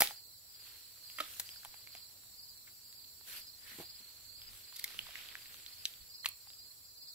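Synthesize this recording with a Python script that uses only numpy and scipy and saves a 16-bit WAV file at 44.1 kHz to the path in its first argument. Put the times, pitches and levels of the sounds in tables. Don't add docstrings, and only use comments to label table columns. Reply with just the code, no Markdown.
import sys
import numpy as np
from scipy import signal
from scipy.fft import rfft, irfft, next_fast_len
from scipy.io import wavfile
from scipy.ndimage import uniform_filter1d, map_coordinates

SR = 44100
rng = np.random.default_rng(int(sys.argv[2]) if len(sys.argv) > 2 else 0)


def attenuation_scalar(level_db):
    decades = np.asarray(level_db, float) / 20
    return 10 ** decades


def master(y):
    cut = np.clip(np.atleast_2d(y).T, -1, 1)
    pcm = np.round(cut * 32767)
    wavfile.write(sys.argv[1], SR, pcm.astype(np.int16))


N = 314874


def unit(x):
    return x / np.sqrt(np.mean(x ** 2) + 1e-20)


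def along(points, hz):
    f, v = np.transpose(points)
    return np.interp(np.log(hz + 1), np.log(f + 1), v)


def curves(rows):
    s, *cols = np.transpose(rows)
    return [np.interp(np.arange(N) / SR, s, c) for c in cols]


def wobble(rate):
    knots = rng.standard_normal(int(N * rate / SR) + 4)
    return map_coordinates(knots, [np.arange(N) * rate / SR])


def filtered(x, response):
    m = next_fast_len(x.shape[-1] + 8192)
    return irfft(rfft(x, m) * response(np.fft.rfftfreq(m, 1 / SR)), m)[..., :x.shape[-1]]


def mode(f, hz, width_hz):
    return 1j * f * width_hz / (hz * hz - f * f + 1j * f * width_hz)


def add(track, s, sound):
    start = max(round(s * SR), 0)
    track[start:start + len(sound)] += sound[:len(track) - start]


def rush(spectrum, alike, patchy_db, grain_db=0):
    z = signal.stft(rng.standard_normal((2, N)), nperseg=512)[2]
    field = uniform_filter1d(rng.standard_normal(z.shape[1:]), 6, 0)
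    field = uniform_filter1d(field, 10, 1)
    pair = signal.istft(z * attenuation_scalar(patchy_db * unit(field)), nperseg=512)[1][:, :N]
    grains = np.minimum(rng.exponential(size=N // 32 + 1), 4)
    pair = pair * attenuation_scalar(grain_db * np.repeat(grains, 32)[:N])

    def middle_and_side(hz):
        turn = np.arccos(np.clip(along(alike, hz), -1, 1)) / 2
        return attenuation_scalar(along(spectrum, hz)) * [np.cos(turn), np.sin(turn)]

    mid, side = filtered(pair, middle_and_side)
    return unit(np.array([mid + side, mid - side]))


# pitch_hz, level_db (per Hz)
AIR = [(12, -36.5), (20, -13), (102, -0.5), (172, -14), (210, -16.5), (255, -14.5), (432, -15.5),
       (493, -15.5), (671, -16), (1410, -19), (1760, -19.5), (2920, -19), (3800, -13.5), (4940, -29),
       (8360, -120)]
# pitch_hz, coherence (0 to 1)
AIR_ALIKE = [(40, 0.82), (130, 0.64), (290, 0.55), (640, 0.19), (3000, 0)]


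def air():
    level_db = -69.5 + 0.17 * wobble(0.63) + np.array([[.5], [-.5]])
    return attenuation_scalar(level_db) * rush(AIR, AIR_ALIKE, patchy_db=1.5)


# pitch_hz, level_db (per Hz)
KATYDIDS = [(4800, -58), (5150, -11.5), (5700, -8), (6200, -19.5), (6600, -13.5), (7540, -3.5),
            (8500, -11.5), (8800, -17.5), (9900, -20.5), (10600, -10.5), (12400, -7.5), (14000, -11.5),
            (15600, -8.5), (15900, -21)]


def katydids():
    level_db = -57.0 + 0.21 * wobble(0.91) + 0.092 * wobble(13) + np.array([[-.6], [.6]])
    return attenuation_scalar(level_db) * rush(KATYDIDS, [(6000, 0.0016)], patchy_db=1.36)


def stroke(hz, db, length, fall, rough, turn=0):
    u = np.linspace(0, 1, round(length * SR))
    drift = rough * np.cumsum(rng.standard_normal(len(u)))
    glide = hz * (1 + fall * (.5 - u))
    phase = 2 * np.pi * np.cumsum(glide) / SR + drift + rng.uniform(0, 2 * np.pi)
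    return np.sqrt(2) * attenuation_scalar(db) * np.sin(np.pi * u) * np.sin(phase + turn)


# time_s, level_db
FAR_SONG = [
    (0.2, -68.5),
    (7.0, -68.5),
    (7.14, -60),
]


def far_crickets(count=260):
    song = np.zeros((2, N))
    for place, pitch, size, ear in rng.random((count, 4)):
        for k in range(3):
            one = stroke(4000 + 900 * pitch, 7 * size, .034, fall=0.025, rough=.03)
            add(song[int(ear * 2)], place * (N / SR - 1 / 8) + k / 20, one)
    band = [(3300, -120), (3600, -15.5), (4100, -2.5), (4250, 2.5), (4400, -2.5), (4860, -4),
            (4960, -22.5), (5100, -120)]
    merged = rush(band, [(4000, 0.023)], patchy_db=3.0)
    level_db = curves(FAR_SONG)[0] + 7.0 + np.array([[-1.5], [1.5]])
    return attenuation_scalar(level_db) * unit(0.78 * unit(song) + merged)


# peak_s, rms_db, half_width_s
PUFFS = [
    (.06, -73, 0.096),
    (1.69, -68.5, 0.037),
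    (2.52, -85, 0.053),
    (3.4, -71, 0.026),
    (4.25, -71, 0.099),
    (4.47, -66, 0.13),
    (5.02, -60.5, 0.07),
    (5.48, -64, 0.1),
    (6.04, -64, 0.052),
]
# pitch_hz, level_db (per Hz)
BUFFET = [(10, -11), (40, 0), (100, -10.5), (250, -20.5), (600, -65)]


def breeze():
    t = np.arange(N) / SR
    gusts = sum(attenuation_scalar(db) * np.exp(-((t - s) / width) ** 2) for s, db, width in PUFFS)
    start_s, end_s, drone_hz, drone_db = 1.4, 3.5, 205, -86.5
    fade = np.clip(np.minimum(t - start_s, end_s - t) / .1, 0, 1)
    tone = np.sin(2 * np.pi * drone_hz * t + 0.72 * wobble(7.2))
    drone = attenuation_scalar(drone_db + 1.8 * wobble(6.6)) * fade * tone
    return gusts * rush(BUFFET, [(40, .1)], patchy_db=4.5) + np.sqrt(2) * drone


def swell(s, db, rise, fall):
    t = np.arange(N) / SR - s
    away = np.where(t < 0, -t / rise, t / fall)
    round_top = 0.17
    return attenuation_scalar(2 * (db - 20 * away ** 2 / (away + round_top)))


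def grit(gain, count=7000):
    middle_hz, octaves, cycles, level_db, uneven_db = 2596, 0.41, 1.8, -0.83, 3
    length = 200
    when, pitch, size, pan = rng.random((count, 4)).T
    start, t = (when * (N - length)).astype(int), np.arange(length) / SR
    hz = middle_hz * 2 ** (octaves * np.log(pitch / (1 - pitch)) * 0.56)[:, None]
    hz = np.clip(hz, 1300, 6000)
    ticks = np.sin(2 * np.pi * hz * t) * np.exp(-hz * t / cycles) * np.sqrt(hz / middle_hz)
    ticks = ticks * attenuation_scalar(-uneven_db * np.log(np.maximum(size, .05)))[:, None]
    where = (start[:, None] + np.arange(length)).ravel()
    pair = [np.bincount(where, (ticks * np.sqrt(share)[:, None]).ravel(), N) for share in (pan, 1 - pan)]
    return attenuation_scalar(level_db) * gain * unit(np.array(pair))


# peak_s, body_db, bright_over_body_db, rise_s, fall_s (over 20 dB)
RUSTLE = [(0.014, -43, 7, .05, 0.098), (.68, -64.5, 4.5, 0.2, 0.27), (1.22, -56, -13, 0.056, 0.14),
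          (1.36, -64, 8.5, 0.6, 0.51), (1.75, -72.5, -1.5, 0.77, 0.61), (1.98, -65, 0.5, 0.12, 0.058),
          (2.9, -80, 12, 3, 4.3), (3.28, -61, 6, 0.027, 0.12), (3.33, -57.5, 5.5, 0.085, 0.13),
          (3.385, -59.5, 7.5, 0.072, 0.031), (3.69, -62, 4.5, 0.11, 0.21), (3.815, -58.5, 3, 0.092, 0.051),
          (4.0, -70, 2, 0.5, 0.77), (4.45, -69, 2, 0.098, .5), (4.6, -66.5, 6.5, 0.28, 0.097),
          (4.9, -59.5, 2, 0.25, 0.42), (5.2, -58.5, -1.5, 0.41, 0.46), (5.5, -66, 5, 0.32, 0.69),
          (5.9, -67, 7, 0.47, 0.24), (6.285, -67.5, 8.5, .03, .025), (6.5, -77, -10.5, 0.32, 0.5)]
# pitch_hz, level_db (per Hz)
CLOTH = [(150, -30), (400, -10.5), (900, -13.5), (1500, -3.5), (2200, -4), (3500, 4), (5000, 0),
         (7000, -20.5), (9000, -58)]
# pitch_hz, level_db (per Hz)
LEAVES = [(4000, -120), (5000, -6), (6200, -5), (7500, -2.5), (9300, -4.5), (12500, 2.5), (16000, -5.5)]


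def rustle():
    moves = np.array([swell(s, db, rise, fall) for s, db, _, rise, fall in RUSTLE])
    body_gain = np.sqrt(moves.sum(axis=0))
    bright_gain = np.sqrt(attenuation_scalar(2 * np.array(RUSTLE)[:, 2]) @ moves)
    cloth = rush(CLOTH, [(300, 1.0), (1500, 0.16), (4000, 0.089)], patchy_db=0.3, grain_db=2.0)
    body = grit(body_gain) + attenuation_scalar(4.0) * body_gain * cloth
    leaves = rush(LEAVES, [(6000, 0.067)], patchy_db=3.0, grain_db=1.7)
    bright = attenuation_scalar(3.5) * bright_gain * leaves
    return attenuation_scalar(0.6 * wobble(37)) * (attenuation_scalar(np.array([[-1.5], [1.5]])) * body + bright)


def contacts(rows, attack, kick):
    track, t = np.zeros(N), np.arange(SR // 16) / SR
    for s, db, hz, crack_db, t60, spread in rows:
        rub = rng.standard_normal((2, len(t))) * attenuation_scalar(-60 * t / t60) * (1 - np.exp(-t / attack))
        rub[:, 12] += kick
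        skirt_hz = np.sqrt(hz * 2800)

        def shell(f):
            peak = 2.0 * mode(f, hz, 0.21 * hz) + 0.67
            return mode(f, skirt_hz, spread * skirt_hz) ** 2 * peak

        body = filtered(rub[0], shell)
        crack = filtered(rub[1], lambda f: mode(f, 12100, 9000) ** 2)
        both = body / abs(body).max() + attenuation_scalar(crack_db) * crack / abs(crack).max()
        add(track, s, attenuation_scalar(db + 2.0) * both)
    return track


# start_s, peak_db, body_hz, crack_db, t60_s
RASPS = [
    (.0058, -19, 790, 5, 0.012),
    (0.0055, -20, 4800, 0, 0.014),
    (0.0102, -20.5, 4800, 0, 0.017),
    (.0098, -25, 800, 1, 0.013),
    (1.202, -36, 1870, -6, 0.054),
    (1.3971, -35, 1740, 8.5, 0.028),
    (1.397, -29, 4370, -6, 0.023),
]
# start_s, peak_db, body_hz, crack_db, t60_s
SCRAPES = [
    (1.185, -34, 1280, -16, 0.025),
    (1.1852, -33.5, 2100, -11, 0.033),
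    (1.2016, -29, 1260, -7, 0.027),
    (1.2087, -39.5, 3500, -10, 0.013),
    (2.671, -52, 1450, -15, 0.083),
    (2.674, -49, 2160, -14, 0.057),
    (1.2046, -28.5, 4180, -20, 0.039),
    (6.245, -34, 1830, -12.5, 0.019),
    (6.2504, -49, 2300, 14, .008),
    (6.277, -53.5, 3500, 4, 0.018),
]


def rubs():
    rows = [(*row, 0.97) for row in SCRAPES] + [(*row, 4.2) for row in RASPS]
    return contacts(rows, attack=0.00037, kick=0.27)


# start_s, peak_db
BUCKLE = [
    (.0062, -24.5),
    (.0098, -28.5),
    (.02, -30.5),
]
# start_s, level_db
CASE_BLOWS = [
    (1.185, -46),
    (1.204, -31),
    (1.212, -42.5),
]
# pitch_hz, width_hz, level_db
CASE = [(304, 21, -13.5), (613, 83, -1), (1292, 81, 6.5), (1870, 200, 3), (2610, 170, -1), (3070, 120, 1),
        (3680, 150, -4)]
# start_s, peak_db, pitch_hz
KNEE = [
    (4, -59.5, 230),
    (3.715, -58.5, 220),
    (3.74, -61, 200),
    (3.825, -52, 710),
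    (3.788, -50.5, 154),
    (3.783, -44, 302),
    (3.796, -41.5, 317),
    (3.798, -45, 785),
]


def thuds():
    track, t = np.zeros(N), np.arange(SR // 10) / SR
    for s, db in CASE_BLOWS:
        ring = np.zeros(len(t))
        for hz, width_hz, level_db in CASE:
            decay = np.exp(-np.pi * width_hz * t)
            ring += attenuation_scalar(level_db + rng.normal(0, 1.0)) * decay * np.sin(2 * np.pi * hz * t)
        add(track, s, attenuation_scalar(db) * ring * (1 - np.exp(-t / 0.0016)))
    buckle_hz, buckle_t60_s = 792, 0.014
    for s, db in BUCKLE:
        add(track, s, attenuation_scalar(db - 60 * t / buckle_t60_s) * np.sin(2 * np.pi * buckle_hz * t))
    for s, db, hz in KNEE:
        puff = rng.standard_normal(len(t)) * attenuation_scalar(-60 * t / 0.069) * (1 - np.exp(-t / 0.0012))
        push = filtered(puff, lambda f: mode(f, hz, 10.0 * hz) * mode(f, hz, 0.33 * hz))
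        add(track, s, attenuation_scalar(db) * push / abs(push).max())
    return track


# start_s, peak_db, body_hz, crack_db, spread (share of shell pitch)
SNAPS = [(0.0201, -11.5, 814, 4.5, 5.1), (0.0196, -15, 2040, -9, 3), (1.9506, -36.5, 700, -14, 4),
         (4.9904, -26.5, 2900, -6, 0.72), (5.8544, -21.5, 3870, -26, 0.88),
         (6.2584, -20.5, 4270, -17, 1.45), (6.259, -25, 1360, -16, 1.9), (6.259, -25.5, 2340, -6, 1.6),
         (5.8547, -33, 3070, -25, 1), (5.8542, -21.5, 6200, -11, 1.55), (5.8578, -38, 3050, -12, 0.72),
         (6.288, -36, 4040, 11, 3.2), (6.2623, -42, 3200, -12, 1.8)]


def snaps():
    t60_s = 0.014
    rows = [(*row, t60_s, spread) for *row, spread in SNAPS]
    return contacts(rows, attack=.0002, kick=4.9)


# peak_s, peak_db, rise_s, stop_s, high_over_low_ring_db
SLIPS = [
    (4.766, -38, 0.0059, 0.0062, 15),
    (4.798, -34.5, 0.007, 0.0013, 7.5),
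    (4.8425, -26.5, .0015, 0.0022, 3.5),
    (4.8475, -34, 0.0012, 0.0012, 20),
    (6.2635, -32.5, 0.0018, 0.0022, 8),
    (0.034, -33, 0.0083, 0.023, 18),
]


def slips():
    track, t = np.zeros(N), np.arange(SR // 10) / SR - 1 / 40
    fizz_db = 2.5
    colours = [(2066, 330), (4250, 2200), (12400, 8000)]
    for s, db, rise, stop, high_db in SLIPS:
        envelope = np.exp(-(t / np.where(t < 0, rise, stop)) ** 2)
        parts = []
        for hz, width_hz in colours:
            rub = rng.standard_normal(len(t)) * envelope
            part = filtered(rub, lambda f: mode(f, hz, width_hz) ** 2)
            parts.append(part / abs(part).max())
        balance = attenuation_scalar(np.array([0, high_db, high_db + fizz_db]))
        add(track, s - 1 / 40, attenuation_scalar(db - max(high_db, 0)) * balance @ np.array(parts))
    return track


# first_stroke_s, rms_db
HIGH_CHIRPS = [(.064, -51), (.5, -52.5), (1.064, -51), (1.465, -50), (1.922, -54), (2.388, -51),
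               (2.853, -54), (3.371, -49.5), (3.853, -51.5), (4.372, -51.5), (4.835, -59), (5.29, -58),
               (5.686, -54), (6.1, -50), (6.488, -51.5), (6.979, -51.5)]
# first_stroke_s, rms_db
ANSWERS = [(.335, -61), (1.768, -57), (2.7, -61.5), (2.987, -56), (3.588, -56.5), (4.641, -56),
           (5.025, -58), (5.418, -56.5), (5.814, -55), (6.599, -52.5), (6.848, -55.5)]
# first_stroke_s, rms_db
RIGHT_CHIRPS = [(.132, -65.5), (.61, -65), (.83, -77), (1.008, -66.5), (1.494, -63), (1.965, -64),
                (2.455, -66), (2.94, -61.5), (3.43, -72), (3.79, -62), (4.283, -61), (4.703, -63.5),
                (5.6, -70), (6.47, -74)]
# first_stroke_s, rms_db
HALF_RIGHT_CHIRPS = [(.144, -58), (.677, -62), (1.25, -69), (1.82, -57), (2.295, -58), (2.769, -59.5),
                     (3.755, -62), (4.255, -56.5), (4.638, -59), (5.478, -60), (6.015, -55.5), (6.665, -67)]
# first_stroke_s, rms_db
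LOW_CHIRPS = [(.15, -62), (.243, -62.5), (.55, -62), (.8, -63.5), (1.04, -61.5), (1.553, -63), (1.934, -59),
              (2.02, -64), (2.52, -68), (2.998, -61), (3.32, -56.5), (3.45, -58), (3.848, -58),
              (3.992, -57), (4.08, -63), (4.2, -64), (4.65, -60), (4.296, -57.5), (5.215, -68), (5.5, -68),
              (5.68, -58.5), (6.143, -58.5), (6.232, -52), (6.32, -64.5), (6.622, -57), (7.014, -59)]
# chirps, pitch_hz, strokes (range per chirp), first_gap_s, gap_growth (ratio)
SINGERS = [
    (HIGH_CHIRPS, 4850, range(3), .046, 1.25),
    (ANSWERS, 4800, range(2), 0.04, 1.01),
    (RIGHT_CHIRPS, 4570, range(3), .043, 0.87),
    (HALF_RIGHT_CHIRPS, 4360, range(3), 0.05, 1.1),
    (LOW_CHIRPS, 4215, range(3), .043, 1.02),
]
# pitch_hz, left_over_right_db
SEATS = [(4200, -13.5), (4370, -4), (4570, -24), (4720, 1.5), (4900, -1)]
# time_s, fall (share of pitch)
SAG = [(0, 0.088), (1.6, .075), (2.6, 0.05), (4.5, 0.037), (7.1, 0.016)]


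def near_crickets():
    song = np.zeros((2, N))
    side = np.array([[.5], [-.5]])
    first_flat, first_db = .012, -2
    pitch_scatter, size_scatter_db = .004, 1.1
    for chirps, pitch_hz, strokes, gap, growth in SINGERS:
        for start, level_db in chirps:
            for k in strokes:
                s = start + gap * sum(growth ** j for j in range(k))
                hz = pitch_hz * (1 - first_flat * (k == 0) + pitch_scatter * rng.standard_normal())
                db = level_db + first_db * (k == 0) + size_scatter_db * rng.standard_normal()
                fall = np.interp(s, *np.transpose(SAG)) * along([(4200, .55), (4700, 1.1)], hz)
                ear_db = db - 2.5 + side * along(SEATS, hz)
                pair = stroke(hz * (1.012 - .15 * fall), ear_db, .03, fall, rough=0.057, turn=side * 1.5)
                for ear, sound in zip(song, pair):
                    add(ear, s - .013, sound)
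    return song


# start_s, peak_db, body_hz, crack_db, spread (share of shell pitch)
CLICKS = [(0.0734, -24.5, 4100, -22, 1.2), (0.1088, -35.5, 786, -20, 1.8), (1.1, -40.5, 3000, 5, 1.9),
          (1.338, -44, 3300, -21, 1.5), (1.491, -35, 3240, -5, 1.6), (1.56, -45.5, 1500, 7, 2.7),
          (1.633, -45.5, 1530, -6, 2.4), (1.649, -37, 910, 8.5, 2.2), (1.656, -41, 744, -14, 2.2),
          (1.7425, -39, 900, -9, 3), (1.65, -35.5, 3330, -2, 2.3), (1.9515, -34.5, 2760, 0, 3.3),
          (1.7424, -45, 2200, -6, 2.4), (1.873, -38, 2200, -16.5, 2.4), (2.236, -51, 1010, 9.5, 2.8),
          (2.927, -40, 4020, -2, 2.7), (4.418, -39.5, 3300, -20, 1.8), (4.532, -46, 3570, -1.5, 1.8),
          (4.726, -44, 1060, -8, 1.9), (4.8787, -35, 3790, -4, 1.6), (4.945, -48, 480, -8, 1.9),
          (5.068, -43.5, 1000, -17, 1.9), (5.09, -43.5, 656, -14, 1.7), (5.108, -48.5, 800, -5, 2.2),
          (5.1557, -32, 2120, -24, 1.2), (5.288, -37.5, 2950, -21, 1.2), (5.3536, -32, 1800, -22, 1.35),
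          (5.458, -46, 1920, -22, .8), (5.5432, -37, 3820, -22, 2.1), (5.663, -34.5, 3940, -16, 0.85),
          (5.938, -43, 3370, -16, 1.6), (6.503, -37.5, 3830, -11, 2.8), (5.5445, -48, 1320, -24, 1.6),
          (1.972, -50, 3260, -12, 1.5), (5.875, -46, 3600, -18, 1.2), (3.045, -46, 3900, -11, 1.7),
          (1.4924, -46.5, 330, -20, 4), (1.398, -44, 450, -19, 4.4), (5.6662, -38, 3900, -14, 1.6)]
# start_s, peak_db, body_hz
CRACKLE = [(1.153, -60, 1380), (1.808, -57, 1060), (3.211, -52.5, 900), (4.905, -43, 1870),
           (4.924, -46, 2130), (4.937, -48, 2330), (4.9445, -41, 2410), (5.067, -39, 3650),
           (5.1076, -39, 2990), (5.248, -54, 2730), (5.716, -51, 3800), (4.68, -52, 2500),
           (5.019, -51.5, 3320), (5.039, -53, 3280), (5.189, -39.5, 2850), (5.212, -42, 3370),
           (5.568, -49, 3120), (5.599, -49, 2200), (6.472, -52, 800), (6.534, -47, 3800)]


def clicks():
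    twigs = [(*twig, -5, 1.8) for twig in CRACKLE]
    t60_s = 0.011
    rows = [(*row, t60_s, spread) for *row, spread in CLICKS + twigs]
    return contacts(rows, attack=0.00036, kick=8.9)


# peak_s, rms_db, half_width_s, pitch_hz, width_hz
SCUFF = [
    (3.705, -58.5, 0.069, 1880, 850),
    (3.325, -59.5, 0.04, 1550, 460),
    (3.36, -56.5, 0.033, 2660, 820),
    (5.18, -53, 0.033, 2200, 1800),
]
# peak_s, rms_db, half_width_s, pitch_hz, width_hz
FLICKS = [
    (3.375, -51, .0028, 12600, 3500),
    (3.388, -51, .004, 14000, 4000),
    (3.325, -56, .003, 12000, 4000),
    (3.4, -44, .0006, 11000, 6000),
    (6.278, -52, .0022, 13000, 6000),
    (6.2515, -52, .0012, 13000, 5000),
    (6.2885, -36, .0007, 11000, 3500),
    (6.292, -50, .004, 13000, 5000),
]


def scuff():
    track, t = np.zeros((2, N)), np.arange(SR // 4) / SR - 1 / 8
    for s, db, width, hz, width_hz in SCUFF + FLICKS:
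        noise = rng.standard_normal((2, len(t)))
        drag = unit(filtered(noise, lambda f: mode(f, hz, width_hz) ** 2))
        pair = attenuation_scalar(db) * np.exp(-(t / width) ** 2) * drag
        for ear, sound in zip(track, pair):
            add(ear, s - 1 / 8, sound)
    return attenuation_scalar(1.5 * wobble(60)) * track


# pitch_hz, left_over_right_db
EARS = [(300, 0.5), (1300, -3), (3500, -4), (8000, 8), (15000, -2)]


def ears(x, turn=1.54):
    side = np.array([[.5], [-.5]])

    def port(hz):
        lag = np.exp(-1j * turn * np.tanh(hz / 1500) * side)
        return attenuation_scalar(side * along(EARS, hz)) * lag

    return filtered(x, port)


# pitch_hz, t60_s
WOODS = [(300, 0.3), (3000, 0.24), (12000, 0.078)]


def woods(x):
    hz, t, z = signal.stft(rng.standard_normal((2, SR // 3)), SR, nperseg=256)
    decay = attenuation_scalar(-60 * t / along(WOODS, hz)[:, None])
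    tail = signal.istft(z * decay, SR, nperseg=256)[1]
    late = np.pad(x, ((0, 0), (130, 0)))
    return signal.fftconvolve(late, tail / np.linalg.norm(tail[0]), axes=1)[:, :N]


def scene():
    hands = ears(rubs() + thuds() + snaps() + slips() + clicks())
    song = near_crickets()
    scatter = woods(attenuation_scalar(-16.5) * hands + attenuation_scalar(-3.5) * song)
    background = air() + katydids() + far_crickets() + breeze()
    return background + rustle() + hands + song + scatter + scuff()


# pitch_hz, level_db
DEAD_ZONE = [(400, -23), (1400, -10), (1900, -7), (2600, -9), (3300, -12), (4200, -10.5), (5100, -6.5),
             (6000, -4.5), (7500, -1), (9000, -2.5), (11000, -2.5), (13500, -2), (15000, -6)]


def starved(x):
    frame, grid = 1024, 729
    n, k = np.arange(2 * frame)[:, None] + .5, np.arange(frame) + .5
    window = np.sin(np.pi * n / (2 * frame))
    basis = window * np.cos(np.pi / frame * (n + frame / 2) * k) * np.sqrt(2 / frame)
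    mix = np.array([[1, 0.96], [1, -1.016]]) / np.sqrt(2)
    padded = np.pad(mix @ x, ((0, 0), (2 * frame - grid, 2 * frame + (grid - N) % frame)))
    blocks = padded.reshape(2, -1, frame)
    lines = np.concatenate([blocks[:, :-1], blocks[:, 1:]], axis=2) @ basis
    nearby = abs(uniform_filter1d(lines ** 2, size=130, axis=2))
    nearby = np.minimum(nearby, 1.4 * np.median(nearby, axis=1, keepdims=True))
    band = abs(uniform_filter1d(lines ** 2, size=4, axis=2))
    floor = nearby * attenuation_scalar(2 * along(DEAD_ZONE, k * SR / 2 / frame))
    halves = (lines * (band > floor)) @ basis.T
    joined = halves[:, 1:, :frame] + halves[:, :-1, frame:]
    return mix @ joined.reshape(2, -1)[:, frame - grid:][:, :N]


def low_pass(x):
    return signal.sosfilt(signal.butter(12, 16810, fs=SR, output="sos"), x)


def record(dry):
    fade_s, top_hz = 0.0043, 15750
    faded = dry * np.clip(np.arange(N) / SR / fade_s, 0, 1) ** 2
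    limited = filtered(faded, lambda hz: np.where(hz < top_hz, 1, attenuation_scalar(-39.0)) * (hz < 16750))
    return low_pass(starved(limited))


dry = scene()
out = record(dry)
master(out)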